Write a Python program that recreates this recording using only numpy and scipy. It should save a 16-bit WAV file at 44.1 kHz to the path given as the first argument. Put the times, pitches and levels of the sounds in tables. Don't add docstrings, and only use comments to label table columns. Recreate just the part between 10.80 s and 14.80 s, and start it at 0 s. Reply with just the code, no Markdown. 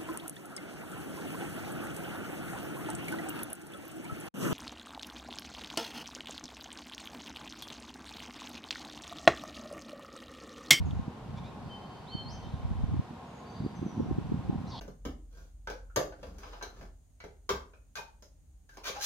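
import sys
import numpy as np
from scipy import signal
from scipy.fft import rfft, irfft
from scipy.io import wavfile
from scipy.ndimage import uniform_filter1d

SR = 44100
rng = np.random.default_rng(int(sys.argv[2]) if len(sys.argv) > 2 else 0)


def store_pcm(level_fs):
    pcm = np.round(np.clip(level_fs, -1, 1) * 32767).astype(np.int16)
    wavfile.write(sys.argv[1], SR, np.atleast_2d(pcm).T)


N = 176400

# f/Hz, level/dB
RUMBLE_SPECTRUM = [(25, -19), (60, -2.5), (230, 3.5), (320, -6), (480, -6.5), (590, -8), (690, -6.5),
                   (745, -2), (790, -5.5), (850, -2), (885, -12), (935, -1), (1010, -10.5), (1062, -1.5),
                   (1125, -13), (1200, -12), (2000, -22.5), (3700, -25.5), (5200, -32.5), (8000, -39),
                   (14000, -48.5)]
# f/Hz, level/dB
RUMBLE_WIDTH = [(200, -27), (400, -1.5), (900, -14), (1300, -4.5), (2300, -0.5), (4200, -2.5), (7700, 2),
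                (14000, 0.5)]
# t/s, level/dB, centre f/Hz, lag of the right port/ms
LARGE_EDDIES = [(.006, -23, 128, 5), (0.051, -27, 119, 2), (.134, -25.5, 141, 2.5),
                (0.197, -20.5, 136, 3.5), (.282, -23.5, 178, 0.5), (.545, -30, 134, 0.75),
                (.862, -35, 130, 1.1), (1.352, -23.5, 163, 2), (1.741, -23, 100, 1.4),
                (1.853, -22.5, 112, 3.5), (1.914, -22.5, 118, 4), (2.039, -20, 145, 4),
                (2.098, -25.5, 134, 2.5), (2.139, -23.5, 143, 2.5), (2.196, -18, 143, 2.5),
                (2.310, -32, 178, -0.5), (2.806, -31, 125, 0.3), (2.850, -24.5, 177, 0.25),
                (2.864, -21.5, 248, 0.55), (3.029, -22.5, 225, .5), (3.065, -24, 212, 0.4),
                (3.180, -23.5, 166, 0.05), (3.199, -22.5, 260, 0.9), (3.206, -19.5, 310, 1.6),
                (3.229, -25.5, 128, 0.5), (3.314, -20, 221, 3), (3.328, -23, 138, -1.5),
                (3.386, -17.5, 188, 1.84), (3.522, -17, 176, 1.9), (3.544, -23.5, 172, 0.65),
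                (3.698, -16, 197, 2.16), (3.730, -25, 173, 0.8), (3.758, -25.5, 157, 1.0)]
# t/s, level/dB
BREEZE_LEVEL = [(0, -34.5), (.14, -33.5), (.24, -46.5), (.38, -56.5), (.46, -44.5), (.63, -42.5),
                (.76, -57), (.86, -45), (1.0, -62.5), (1.3, -59.5), (1.481, -47), (1.8, -43), (1.92, -36.5),
                (2.191, -32), (2.24, -53.5), (2.65, -73), (2.83, -35.5), (2.93, -48), (3.05, -36.5),
                (3.13, -45), (3.2, -34), (3.46, -39), (3.56, -33.5), (3.63, -42), (3.76, -35),
                (3.88, -41.5), (4, -53)]
# t/s, length/s, start f/Hz, end f/Hz, level/dB
FAR_NOTES = [(0.048, 0.03, 7350, 5800, -60), (2.453, .06, 6750, 6550, -66),
             (2.538, 0.06, 6900, 6500, -65.5), (2.645, 0.087, 4520, 4665, -63),
             (2.682, 0.052, 6150, 6230, -64), (2.737, 0.056, 4620, 4680, -56.5),
             (2.831, 0.028, 4750, 4640, -60), (2.946, 0.047, 6340, 5860, -60.5),
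             (3.05, 0.072, 6160, 5780, -59.5), (3.183, 0.051, 5780, 5500, -66.5)]
# t/s, length/s, centre f/Hz, width/Hz, level/dB
SONG_HAZES = [(.82, 0.46, 4520, 750, -71), (1.61, 0.16, 3700, 700, -66), (2.73, 0.14, 3900, 1100, -68.5)]
# t/s, centre f/Hz, width/Hz, level/dB
REED_TICKS = [(0.109, 3320, 900, -49.5)]
# t/s, length/s, start f/Hz, end f/Hz, tone level/dB, hiss level/dB
SQUEAK_NOTES = [(0.554, 0.0555, 1120, 1230, -60, -62.5), (0.624, .08, 1102, 1323, -61, -70)]
# multiple of f, level/dB
SQUEAK_PARTIALS = [(2, -3), (3, -0.5), (4, -18)]
# t/s, length/s, level/dB
PIPE_NOTES = [(0.891, 0.095, -48), (1.302, 0.15, -49)]
# t/s, f/Hz, level/dB
SLUR_CONTOUR = [(1.268, 3290, -61), (1.288, 4110, -54), (1.32, 4405, -53), (1.355, 4416, -48.5),
                (1.41, 4260, -52.5), (1.445, 4175, -58), (1.482, 4330, -48), (1.497, 5000, -52),
                (1.514, 5900, -55), (1.535, 6240, -58), (1.555, 6170, -74.5)]
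# t/s, length/s, start f/Hz, end f/Hz, level/dB
YELP_NOTES = [(3.136, 0.073, 1101, 790, -50.5), (3.263, .085, 690, 830, -53.5),
              (3.698, 0.052, 860, 735, -46.5), (3.923, 0.056, 1130, 680, -46.5)]
# t/s, length/s, f/Hz, level/dB
RASP_FIRST_NOTE = (3.852, .055, 4030, -58.5)
# t/s, centre f/Hz, level/dB
RASP_CONTOUR = [(3.867, 5700, -70), (3.9, 5450, -57.5), (3.916, 4140, -52.5), (3.955, 3854, -50),
                (4.0, 3720, -48.5)]

EDGE_S, NOTE_SWELL_S = .022, .028
REEDS_T60_S, CALL_T60_S = .31, 1.5


def undb(db):
    return 10 ** (np.asarray(db) / 20)


def unit(x):
    return x / np.sqrt(np.mean(x ** 2))


def clock():
    return np.arange(N) / SR


def walk(rate):
    hold = max(int(SR / rate), 1)
    steps = rng.standard_normal(N)[np.arange(N) // hold]
    return 1.3 * uniform_filter1d(uniform_filter1d(steps, hold), hold)


def per_bin(points):
    hz, db = np.array(points).T
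    f = np.arange(N // 2 + 1) * SR / N
    return undb(np.interp(np.log(f + 1e-3), np.log(hz), db))


def noise(gain):
    return irfft(rfft(rng.standard_normal(N)) * gain, N)


def band(hz, width):
    f = np.arange(N // 2 + 1) * SR / N
    return unit(noise(1 / (1 + (2 * (f - hz) / width) ** 4)))


def tone(hz):
    return np.sqrt(2) * np.sin(2 * np.pi * np.cumsum(hz) / SR)


def contour(rows):
    s, hz, db = np.array(rows).T
    return np.interp(clock(), s, hz), undb(np.interp(clock(), s, db, left=-np.inf, right=-np.inf))


def glide(start, length, hz0, hz1, db, edge_s=EDGE_S):
    t = clock() - start
    edge = np.clip(np.minimum(t, length - t) / min(edge_s, length / 2), 0, 1)
    return np.interp(t, [0, length], [hz0, hz1]), undb(db) * edge


def trees(call, wet, t60=CALL_T60_S, near=1):
    t = clock()[:N // 2]
    decay = near * unit(undb(-60 * t / REEDS_T60_S)) + .88 * unit(undb(-60 * t / t60))
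    paths = rng.standard_normal((2, 2, len(t))) * unit(decay) / np.sqrt(len(t))
    one, other = signal.fftconvolve(call[None, None], paths, axes=2)[..., :N]
    sway = 1.3 * walk(30)
    mid, side = np.cos(sway) * one + np.sin(sway) * other
    width = .42
    echo = np.array([mid + width * side, mid - width * side])
    return (call + wet * echo) / np.hypot(1, wet)


def rumble(level_db=-47, waver_db=1.0):
    colour = per_bin(RUMBLE_SPECTRUM)
    mid, side = noise(colour), noise(colour * per_bin(RUMBLE_WIDTH))
    low = signal.sosfilt(signal.butter(2, 1500, fs=SR, output="sos"), mid)
    waver = low * (undb(waver_db * walk(8.29)) - 1)
    return undb(level_db) * np.array([mid + waver + side, mid + waver - side]) / np.std(mid)


def add_eddy(ports, s, gain, hz, lag_ms):
    span = np.arange(max(int(s * SR) - 1200, 0), min(int(s * SR) + 1200, N))
    for port, sign in enumerate((-1, 1)):
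        delay_s = sign * lag_ms / 2000
        port_hz = hz * np.exp(.1 * rng.standard_normal())
        spread = (np.pi * port_hz * (span / SR - s - delay_s)) ** 2
        ports[port, span] += gain * (2 * spread - 1) * np.exp(-spread)


def wind(small_per_s=160, port_top_hz=462, left_minus_right_db=-1.5):
    large, small = np.zeros((2, 2, N))
    for s, db, hz, lag_ms in LARGE_EDDIES:
        add_eddy(large, s, undb(db + 1.25), hz, lag_ms)
    times, _, centres, lags = np.array(LARGE_EDDIES).T
    usual_hz = uniform_filter1d(centres, size=5)
    count = int(small_per_s * N / SR)
    for k, (when, loud, pitch, way) in enumerate(rng.standard_normal((count, 4))):
        s = np.clip((k + when) / small_per_s, 0, N / SR)
        hz = np.interp(s, times, usual_hz) * .84 * 2 ** (.38 * np.clip(pitch, -2, 2))
        lag_ms = np.interp(s, times, lags) + .46 * way
        add_eddy(small, s, undb(2 * np.clip(loud, -2, 2)), hz, lag_ms)
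    breeze = undb(np.interp(clock(), *np.array(BREEZE_LEVEL).T) + 1.5)
    pressure = large + unit(small) * breeze
    f = np.arange(N + 1) * SR / (2 * N)
    port_lowpass = 1 / np.hypot(1, (f / port_top_hz) ** 6)
    pan = undb(np.array([[1], [-1]]) * left_minus_right_db / 2)
    return irfft(rfft(pressure, 2 * N) * port_lowpass)[:, :N] * pan


def whistles(rows, edge_s):
    waver = 1 + .008 * walk(400)
    return sum(gain * tone(hz * waver) for hz, gain in (glide(*row, edge_s) for row in rows))


def far_birds():
    notes = whistles(FAR_NOTES, NOTE_SWELL_S)
    haze = sum(glide(s, length, hz, hz, db)[1] * band(hz, width)
               for s, length, hz, width, db in SONG_HAZES)
    return trees(notes + haze, wet=1.34)


def reed(decay_s=.0039):
    t = clock()
    return sum(undb(db) * band(hz, width) * (t > s) * np.exp(-np.abs(t - s) / decay_s)
               for s, hz, width, db in REED_TICKS)


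def squeaks():
    rough = 1 + .035 * walk(700)
    hiss = band(hz=3900, width=5300)
    calls = 0
    for s, length, hz0, hz1, tone_db, hiss_db in SQUEAK_NOTES:
        hz, gain = glide(s, length, hz0, hz1, 0)
        voice = sum(undb(db) * tone(k * hz * rough) for k, db in SQUEAK_PARTIALS)
        calls = calls + gain * (undb(tone_db) * voice + undb(hiss_db) * hiss)
    return trees(calls, wet=.35)


def piper(hz=3091):
    gain = sum(glide(s, length, hz, hz, db, NOTE_SWELL_S)[1] for s, length, db in PIPE_NOTES)
    waver = 1 + .003 * walk(79.66)
    return trees(gain * tone(hz * waver), wet=.56, t60=2.2, near=.25)


def slur(flick_s=1.487, t60=.96):
    hz, gain = contour(SLUR_CONTOUR)
    flick = np.clip((clock() - flick_s) / EDGE_S + .5, 0, 1)
    quiver = .0072 * walk(250)
    hoarseness = flick * .021 * walk(900)
    song = gain * tone(hz * (1 + quiver + hoarseness))
    return trees(song * (1 - flick), wet=.69, t60=t60) + trees(song * flick, wet=1.7, t60=t60)


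def water_bird():
    return trees(whistles(YELP_NOTES, EDGE_S), wet=.58)


def rasp(shake_hz=232.7, swing_hz=600):
    hz, gain = contour(RASP_CONTOUR)
    shake = tone(shake_hz * (1 + .2 * walk(300))) / np.sqrt(2)
    buzz = tone(hz * (1 + .06 * walk(1500)) + swing_hz * shake)
    hiss = undb(-9.5) * band(hz=4560, width=2600) * (1 + shake)
    s, length, first_hz, db = RASP_FIRST_NOTE
    _, swell = glide(s, length, first_hz, first_hz, db)
    opening = swell * tone(first_hz * (1 + .027 * walk(700)))
    flicker = undb(1.8 * walk(250))
    return trees((gain * (buzz + hiss) + opening) * flicker, wet=1, t60=1.2)


def scene():
    return (rumble() + wind() + far_birds() + reed() + squeaks()
            + piper() + slur() + water_bird() + rasp())


def record(dry, bass_hz=35, top_hz=14200):
    f = np.arange(N + 1) * SR / (2 * N)
    trimmed = irfft(rfft(dry, 2 * N) * f ** 2 / np.hypot(f ** 2, bass_hz ** 2))[:, :N]
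    fade = np.clip(np.minimum(clock(), clock()[::-1]) / .003, 0, 1)
    return signal.sosfilt(signal.ellip(8, .2, 70, top_hz, fs=SR, output="sos"), trimmed * fade)


dry = scene()
out = record(dry)
store_pcm(out)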